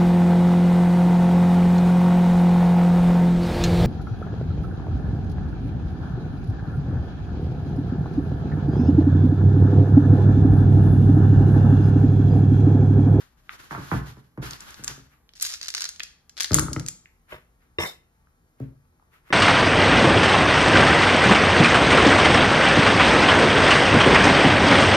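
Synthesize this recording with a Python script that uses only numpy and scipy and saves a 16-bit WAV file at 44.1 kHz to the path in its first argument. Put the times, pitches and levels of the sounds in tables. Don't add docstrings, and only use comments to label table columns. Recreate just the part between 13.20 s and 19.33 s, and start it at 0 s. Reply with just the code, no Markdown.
import sys
import numpy as np
from scipy import signal
from scipy.fft import rfft, irfft
from scipy.io import wavfile
from scipy.ndimage import map_coordinates

SR = 44100
rng = np.random.default_rng(int(sys.argv[2]) if len(sys.argv) > 2 else 0)


def put_to_file(sound):
    columns = np.atleast_2d(sound).T
    safe = np.clip(columns, -1, 1)
    whole_steps = np.round(safe * 32767)
    wavfile.write(sys.argv[1], SR, whole_steps.astype(np.int16))


N = 270156
TIME = np.arange(N) / SR

# f/Hz, relative level/dB
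DIE_SPECTRUM = [(900, -8), (1600, 4), (2900, -0.5), (4300, 2), (5500, 0), (7500, 1.5), (9500, -0.5),
                (10800, -6), (13200, -6.5), (15000, -34)]
# t/s, length/s, relative level of grinding/dB, relative level of loose clicks/dB
TUMBLES = [(2.15, 0.03, -52, -45.5), (2.213, 0.058, -31, -31.5), (2.287, 0.072, -47, -31),
           (2.42, 0.052, -78, -33.5), (2.551, 0.1, -63, -32), (3.183, 0.088, -70, -51),
           (3.342, 0.016, -26.5, -31)]
# t/s, relative level/dB, hardness of the contact as upper band edge f/Hz, loss per rebound/dB
HOLLOW_KNOCKS = [(4.1222, -10.5, 2300, 6.5), (4.585, -2, 4200, 8), (4.601, -5, 4500, 6.5),
                 (4.634, -9, 4000, 10.5), (6.104, -10, 1900, 9)]
HOLLOW_T60_S = 0.048
OPPOSED_HZ = 8690


def dice_clicks(level_db, near_db, near_s, tilt_db, size=1024):
    # t/s, relative level/dB, brightness f/Hz
    clear_clicks = [(1.3086, -26.5, 6060), (1.333, -29.5, 4560), (1.4058, -31.5, 6660),
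                    (1.506, -37.5, 6950), (1.543, -36, 4800), (1.638, -30.5, 7000), (1.6445, -22.5, 7900),
                    (1.6787, -17.5, 5670), (2.091, -45, 3650), (2.136, -44, 4360), (2.1989, -31.5, 4900),
                    (2.21, -26.5, 6350), (2.223, -17, 9390), (2.2261, -12, 8480), (2.25, -21.5, 5130),
                    (2.2575, -32, 5200), (2.2645, -21, 6200), (2.309, -33.5, 5340), (2.339, -23, 5400),
                    (2.4132, -25, 4900), (2.4298, -25.5, 5140), (2.458, -37, 4740), (2.483, -19, 6600),
                    (2.4881, -25, 4500), (2.503, -25, 6000), (2.5397, -26.5, 4933), (2.5489, -16, 5250),
                    (2.5626, -30, 5000), (2.569, -25, 5200), (2.5794, -21.5, 5200), (2.592, -40, 5560),
                    (2.607, -21, 5500), (2.6181, -25, 5800), (2.6199, -20, 5130), (2.642, -20, 5700),
                    (2.6537, -21, 4890), (2.6613, -28, 4680), (2.6899, -22, 6460), (2.7607, -39.5, 5020),
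                    (2.7963, -27.5, 4350), (2.803, -21, 2800), (2.8304, -37.5, 6000), (2.8337, -23.5, 5870),
                    (3.095, -37.5, 5520), (3.1689, -33, 4357), (3.1773, -28, 4800), (3.183, -30.5, 4200),
                    (3.1877, -30.5, 4223), (3.1997, -23.5, 4715), (3.1993, -25.5, 4375),
                    (3.2045, -27, 5044), (3.206, -12.5, 5184), (3.2106, -17.5, 5810), (3.2143, -32, 6200),
                    (3.221, -21.5, 5890), (3.2255, -24.5, 4314), (3.2318, -19.5, 6570), (3.2444, -15, 4983),
                    (3.258, -28, 5240), (3.318, -22, 5340), (3.333, -17.5, 6000), (3.344, -20, 6280),
                    (3.3434, -0.5, 8350), (3.3663, -18, 6960), (3.3866, -18, 5046), (3.3942, -10.5, 8140),
                    (3.5314, -20, 6460), (3.5632, -29, 2180), (3.5965, -26, 5880), (3.6632, -26, 6320),
                    (3.678, -32, 5970), (3.685, -18, 7140)]
    ring_db, ring_octaves = 10.5, 0.63
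    out = np.zeros((2, N))
    hz = np.geomspace(900, 16000, 48)
    for s, db, bright_hz in clear_clicks + loose_clicks():
        tilt = tilt_db * np.log2(bright_hz / 5800) * np.log2(np.maximum(hz, 2500) / 5800)
        ripple_db = rng.normal(0, 2.2, len(hz))
        ringing = ring_db * np.exp(-(np.log2(hz / bright_hz) / ring_octaves) ** 2)
        spectrum = np.c_[hz, at_hz(DIE_SPECTRUM, hz) + tilt + ripple_db + ringing]
        tick = band(colour(spectrum, size=size), 600, 19000)
        tick = np.roll(tick, 8)
        scattered = through(splash(near_s, size=size), tick)
        add(out, s, from_db(db + level_db) * unit(off_axis(tick) + from_db(near_db) * scattered))
    return out


def loose_clicks(count=16):
    clicks_per_s, spread_db = 170, 1
    bright_hz, spread_octaves = 5240, 0.073
    rows = []
    for start, length, _, db in TUMBLES:
        lateness = rng.random(count)
        strengths, tones = rng.standard_normal((2, count))
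        for k in range(count):
            after = (k + lateness[k]) / clicks_per_s
            if after < length:
                brightness = bright_hz * 2 ** (spread_octaves * tones[k])
                rows.append((start + after, db + spread_db * strengths[k], brightness))
    return rows


def dice_rattle():
    grind_db, jostle_db = -2, -10
    grinding = band(friction(DIE_SPECTRUM, grains_per_s=700, grain_share=.5), 2600, 13000, order=2)
    motion = strokes(TUMBLES, attack_s=0.0045, release_db_per_s=280.5)
    return motion * (from_db(grind_db) * grinding + from_db(jostle_db) * jostle())


def jostle(count=12):
    out = np.zeros(N)
    for hz in np.geomspace(3800, 9500, count):
        touches = (rng.random(N) < 45 / SR) * rng.choice([-1, 1], N)
        touches = touches * from_db(rng.uniform(-14, 0, N))
        out += band(touches + 1e-18, hz / 1.2, hz * 1.2, order=2) / hz
    return np.sqrt(N) * unit(off_axis(out))


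def tray_landings():
    # t/s, relative level of thud/dB, relative level of clack/dB
    landings = [(3.308, -4, 0.5), (3.318, -3.5, -13), (3.329, -6, -8), (3.351, -28, -0.5),
                (3.358, -3, -14.5), (3.3845, -7.5, 6.5), (3.394, -13, 0.5), (3.422, -11.5, -24),
                (3.454, -35, -31), (3.483, -14.5, -4.5), (3.512, -14.5, -26), (3.563, -6.5, -1.5)]
    # f/Hz, relative level/dB, t60/s
    tray_floor = [(890, -3, 0.0075), (1180, -6.5, 0.02), (1320, 5, 0.0099), (2200, 3, 0.0057)]
    return table_blows(landings, "tray", tray_floor, wave_db=5, thud_db=-29.0, clack_db=-23.5,
                       travel_s=0.0069, grit_db=-9.5, grit_s=0.0013, low_hz=600, soft_hz=1750,
                       thud_wet_db=-2.5, clack_wet_db=-6.5, order=4)


def table_bumps():
    # t/s, relative level of thud/dB, relative level of clack/dB
    bumps = [(0.509, -14, -7.5), (0.528, -20.5, -12), (0.549, -17.5, -8.5), (0.574, -11, -32),
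             (0.715, 0, 1), (0.738, -3.5, -14), (0.868, -21.5, -40), (0.968, -23.5, -29.5),
             (1.175, -8.5, -21), (1.224, -11.5, -17.5), (1.59, -22, -38), (1.625, -25.5, -38),
             (1.69, -24.5, -34), (1.775, -23.5, -40.5), (5.400, -8.5, -32.5)]
    # f/Hz, relative level/dB, t60/s
    table_skin = [(706, -18, 0.0045), (905, -15, 0.057), (1000, -29, 0.062), (1090, 17, 0.0053),
                  (1200, -17.5, 0.0066), (1640, -32, 0.055), (2260, 23, 0.0041)]
    return table_blows(bumps, "middle", table_skin, wave_db=2, thud_db=-31.0, clack_db=-30.5,
                       travel_s=0.00967, grit_db=11.5, grit_s=0.013, low_hz=670, soft_hz=1680,
                       thud_wet_db=-5, clack_wet_db=-1.0, order=3)


def table_blows(rows, place, skin, wave_db, thud_db, clack_db, travel_s, grit_db, grit_s,
                low_hz, soft_hz, thud_wet_db, clack_wet_db, order):
    # f/Hz, relative level struck through the tray/dB, relative level bumped in the middle/dB
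    table_modes = [(61.6, 5, 6), (79, 0, -14), (116.3, -12, 4), (141, 7.5, 8), (168, 7, -2),
                   (189, 2.5, -3.5), (225.4, -3.5, -8), (270.8, -6.5, 0), (319.6, -2, -14), (346.3, -9, -2),
                   (429, -15, -8), (522, -24.5, -16), (600.7, -19, -21)]
    t60_s = 0.17
    modes = [(hz, tray_db if place == "tray" else middle_db, t60_s) for hz, tray_db, middle_db in table_modes]
    thuds, clacks = np.zeros((2, 2, N))
    for s, thud, clack in rows:
        add(thuds, s, from_db(thud + wave_db) * bending_wave(travel_s))
        boom = from_db(thud_db) * ring(modes, scatter_db=3.0, travel_s=travel_s * 2)
        add(thuds, s, from_db(thud) * band(boom, 48, 800, order=3))
        knock = from_db(clack_db) * ring(skin, scatter_db=2.0, travel_s=0, size=4096)
        knock = knock + from_db(grit_db) * splash(grit_s, size=4096)
        add(clacks, s, from_db(clack) * band(knock, low_hz, soft_hz, order=order))
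    return room(thuds, thud_wet_db, build_s=.002) + room(clacks, clack_wet_db, build_s=.004)


def bending_wave(travel_s, size=4096):
    # f/Hz, relative level/dB
    wave_spectrum = [(25, -40), (60, -3), (130, 4), (330, -1), (650, -12.5), (1000, -27.5), (1500, -37.5),
                     (4000, -47.5)]
    hz = np.fft.rfftfreq(size, 1 / SR)
    lag = np.exp(-2j * np.pi * travel_s * 20 * np.sqrt(hz))
    return irfft(rfft(colour(wave_spectrum, size=size)) * lag)


def knocks(ring_db, crack_db, crack_s, count=4):
    # f/Hz, relative level/dB
    crack_spectrum = [(30, -16), (55, 17), (90, 19), (150, 6.5), (240, 12), (400, 18), (800, 3.5),
                      (2200, 10), (2700, 19), (3700, 0), (5500, -13), (8000, -3), (13000, -2),
                      (15000, -9.5)]
    rebound_s = 0.019
    out = np.zeros((2, N))
    for s, db, hard_hz, loss_db in HOLLOW_KNOCKS:
        for k in range(count):
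            contact = off_axis(splash(crack_s, size=8192)[0])
            body = ring(hollow_modes(HOLLOW_T60_S), scatter_db=3.0, travel_s=0.00093, size=4096)
            response = from_db(ring_db) * body + from_db(crack_db) * colour(crack_spectrum)
            knock = band(through(contact, response), 62, hard_hz, order=2)
            add(out, s + k * rebound_s, from_db(db - k * loss_db) * knock)
    return out


def hollow_modes(t60):
    # f/Hz, relative level/dB
    hollow_body = [(76, -3), (160, -2), (350, -5), (425, -24.5), (485, -4.5), (600, -2.5), (955, -3),
                   (1127, -3.5), (1330, -20.5), (1740, -1.5), (2070, 1), (2200, -11.5), (3120, -9),
                   (3620, -0.5), (5310, -6), (5750, -16.5)]
    detune_octaves = 0.032
    return [(hz * 2 ** (detune_octaves * rng.uniform(-1, 1)), db, t60) for hz, db in hollow_body]


def shiver(ring_db, count=5):
    # f/Hz, relative level/dB
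    buzz_spectrum = [(200, -3.5), (500, 8), (1200, 3.5), (2200, 4), (2800, -5), (3700, -1), (4600, -5.5),
                     (5600, -1), (6400, -6.5), (7800, 2), (9000, -6), (13500, -5), (15500, -26.5)]
    level_db, length_s = -34.5, 0.087
    start = max(HOLLOW_KNOCKS, key=lambda row: row[1])[0]
    buzz = friction(buzz_spectrum, grains_per_s=410, grain_share=0.25)
    ringing = 0
    for share in np.eye(count):
        modes = [mode for mode in hollow_modes(HOLLOW_T60_S / 2) if mode[0] > 2100]
        turn = np.interp(TIME, start + np.linspace(0, length_s, count), share)
        body = unit(ring(modes, scatter_db=6.0, travel_s=0, size=2048))
        ringing = ringing + np.sqrt(turn) * through(buzz, body)
    motion = strokes([(start, length_s, level_db)], attack_s=0.018, release_db_per_s=270)
    return motion * (buzz + from_db(ring_db) * ringing)


def taps(level_db):
    # t/s, relative level/dB, f/Hz, band edge over centre as a ratio (1.1 at least is applied)
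    light_taps = [(0.2932, -22, 1670, 1.56), (1.926, -101, 1910, 0.81), (3.857, -38, 2140, 1.28),
                  (5.071, -51.5, 1424, 1.38), (5.653, -60.5, 1094, 1.73), (5.797, -51, 1000, 1.3),
                  (5.825, -48.5, 995, 1.3)]
    out = np.zeros((2, N))
    for s, db, hz, width in light_taps:
        ratio = max(width, 1.1)
        tap = unit(band(splash(.0012, size=1024), hz / ratio, hz * ratio, order=3))
        add(out, s, from_db(db + level_db) * tap)
    return out


def sweeps():
    # t/s, length/s, relative level/dB
    sweep_moves = [(-.04, 0.035, -47.5), (.16, 0.24, -63.5), (.29, 0.19, -46.5), (.5, 0.23, -42.5),
                   (.7, 0.11, -45.5), (.85, 0.04, -44.5), (1.21, 0.14, -38.5), (1.38, 0.32, -44),
                   (1.665, 0.012, -37.5)]
    # f/Hz, relative level/dB
    slide_spectrum = [(200, 0.5), (600, -8), (1500, 3.5), (2300, -5), (3300, -5), (5500, -8.5),
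                      (8000, -11.5), (10500, -12), (13000, -12), (15000, -33)]
    level_db = -4.5
    motion = strokes(sweep_moves, attack_s=0.018, release_db_per_s=143.5)
    rub = motion * friction(slide_spectrum, grains_per_s=180, grain_share=0.048)
    return from_db(level_db) * rub * uneven(depth_db=3, rate=45)


def uneven(depth_db, rate):
    knots = rng.standard_normal(1024)
    return from_db(depth_db * np.interp(TIME * rate, np.arange(len(knots)), knots))


def brushes():
    # t/s, length/s, relative level/dB
    brush_moves = [(1.87, 0.074, -52), (4.065, 0.069, -35.5), (4.38, 0.045, -54), (5.36, 0.084, -51),
                   (5.89, 0.064, -47.5), (6.03, 0.09, -46.5)]
    # f/Hz, relative level/dB
    cloth_spectrum = [(200, -10.5), (600, -12), (1300, 0), (2200, -3), (3500, -13), (6000, -21.5),
                      (13000, -15.5), (15000, -35)]
    level_db = -10
    motion = strokes(brush_moves, attack_s=0.05, release_db_per_s=218.5)
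    return from_db(level_db) * motion * friction(cloth_spectrum, grains_per_s=760, grain_share=0.24)


def friction(spectrum, grains_per_s, grain_share):
    catches = (rng.random(N) < grains_per_s / SR) * rng.standard_normal(N) * np.sqrt(SR / grains_per_s)
    slips = rng.standard_normal((2, N))
    contact = np.sqrt(1 - grain_share) * slips + np.sqrt(grain_share) * off_axis(catches)
    return through(contact, colour(spectrum))


def strokes(rows, attack_s, release_db_per_s):
    gain = 0
    for start, length, db, *_ in rows:
        swell = np.clip((TIME - start) / attack_s, 0, 1) ** 2
        fade_db = release_db_per_s * np.maximum(TIME - start - length, 0)
        gain = gain + swell * from_db(db - fade_db)
    return gain


def room_air():
    # f/Hz, relative level/dB
    air_spectrum = [(20, -22.5), (40, -2.5), (65, 4), (130, -6), (300, -12), (600, -19), (1300, -19.5),
                    (3000, -33), (7000, -32), (13000, -27), (14500, -53.5)]
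    level_db = -69
    air = through(rng.standard_normal(N), colour(air_spectrum))
    return room(air, wet_db=4, build_s=.005) * from_db(level_db)


def room(x, wet_db, build_s, size=26460):
    # f/Hz, t60/s
    room_decay = [(100, .36), (300, .38), (800, .38), (1800, .42), (5000, .40), (9000, .33), (14000, .28)]
    treble_alike = 0.32
    hz, t = np.fft.rfftfreq(size, 1 / SR), TIME[:size]
    own = rfft(rng.standard_normal((2, size)))
    shared = rfft(rng.standard_normal(size))
    alike = np.maximum(1 / (1 + (hz / 380) ** 2), treble_alike)
    noise = own * np.sqrt(1 - alike) + shared * np.sqrt(alike)
    centres, t60s = np.transpose(room_decay)
    tail = 0
    for share, t60 in zip(np.eye(len(t60s)), t60s):
        part = irfft(noise * np.interp(hz, centres, share), size)
        tail = tail + part * np.exp(-np.log(1000) * t / t60)
    tail = unit(tail * (1 - np.exp(-t / build_s)))
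    return x + from_db(wet_db) * through(x, tail)


def off_axis(x):
    hz = np.fft.rfftfreq(len(x), 1 / SR)
    left = irfft(rfft(x) * np.exp(-1j * np.pi * (hz / OPPOSED_HZ) ** 1.55), len(x))
    return np.array([left, x])


def placed(x):
    # t/s, left minus right level/dB, lateness at the left microphone/s
    hand_path = [(0, 3.5, 0), (.5, -0.5, .00018), (1.2, -1, .00018), (1.7, 1.5, .00005), (2.5, -1, .00012),
                 (3.2, 2, 0), (3.45, 2.5, 0), (4, 1, -.0002)]
    s, balance_db, lateness_s = np.transpose(hand_path)
    pan_db = np.interp(TIME, s, balance_db)
    late_s = np.interp(TIME, s, lateness_s)
    left = map_coordinates(x[0], [(TIME - late_s) * SR], order=3, mode="nearest")
    return np.array([left, x[1]]) * from_db([pan_db / 2, -pan_db / 2])


def ring(modes, scatter_db, travel_s, size=22050):
    hz, db, t60 = np.transpose(modes)[:, :, None]
    t = np.maximum(TIME[:size] - travel_s * 10 / np.sqrt(hz), 0)
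    sign = rng.choice([-1, 1], hz.shape)
    strength = sign * from_db(db + scatter_db * rng.standard_normal(hz.shape))
    decay = np.exp(-np.log(1000) * t / t60)
    return np.sum(strength * np.sin(2 * np.pi * hz * t) * decay, axis=0)


def splash(decay_s, size):
    return unit(rng.standard_normal((2, size)) * np.exp(-TIME[:size] / decay_s))


def colour(spectrum, size=4096):
    level = from_db(at_hz(spectrum, np.fft.rfftfreq(size, 1 / SR)))
    cepstrum = irfft(np.log(level))
    cepstrum[1:size // 2] *= 2
    cepstrum[size // 2 + 1:] = 0
    return unit(irfft(np.exp(rfft(cepstrum))))


def band(x, low_hz, high_hz, order=1):
    edges = [low_hz, min(high_hz, .45 * SR)]
    return signal.sosfilt(signal.butter(order, edges, "band", fs=SR, output="sos"), x)


def through(x, response):
    wet = signal.fftconvolve(np.atleast_2d(x), np.atleast_2d(response), axes=-1)
    return wet[:, :x.shape[-1]] * np.ones((2, 1))


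def add(out, s, sound):
    i = int(round(s * SR))
    out[..., i:i + sound.shape[-1]] += sound[..., :max(N - i, 0)]


def at_hz(points, hz):
    f, value = np.transpose(points)
    return np.interp(np.log(np.maximum(hz, 1)), np.log(f), value)


def unit(x):
    return x / np.sqrt(np.sum(x ** 2, axis=-1, keepdims=True) + 1e-20)


def from_db(db):
    return 10 ** (np.asarray(db) / 20)


def scene():
    clicks = dice_clicks(level_db=17.0, near_db=1.0, near_s=0.0028, tilt_db=8.0)
    clicks = room(clicks, wet_db=-9.0, build_s=0.0017)
    hollow = room(knocks(ring_db=-22.5, crack_db=2.0, crack_s=0.0053), wet_db=-16, build_s=0.0011)
    light = room(taps(level_db=13.5), wet_db=-7, build_s=0.0012)
    blows = clicks + tray_landings() + table_bumps() + hollow + light
    rubbing = dice_rattle() + shiver(ring_db=-3.5) + sweeps() + brushes()
    return placed(blows + rubbing + room_air())


def record(dry):
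    opposed_share, width_hz, cutoff_hz = 0.82, 3500, 15600
    mid, side = (dry[0] + dry[1]) / 2, (dry[0] - dry[1]) / 2
    opposed = opposed_share * band(mid, OPPOSED_HZ - width_hz / 2, OPPOSED_HZ + width_hz / 2)
    mid, side = mid - opposed, side + opposed
    clipped = np.clip([mid + side, mid - side], -1, 1)
    return signal.sosfilt(signal.butter(14, cutoff_hz, fs=SR, output="sos"), clipped)


dry = scene()
out = record(dry)
put_to_file(out)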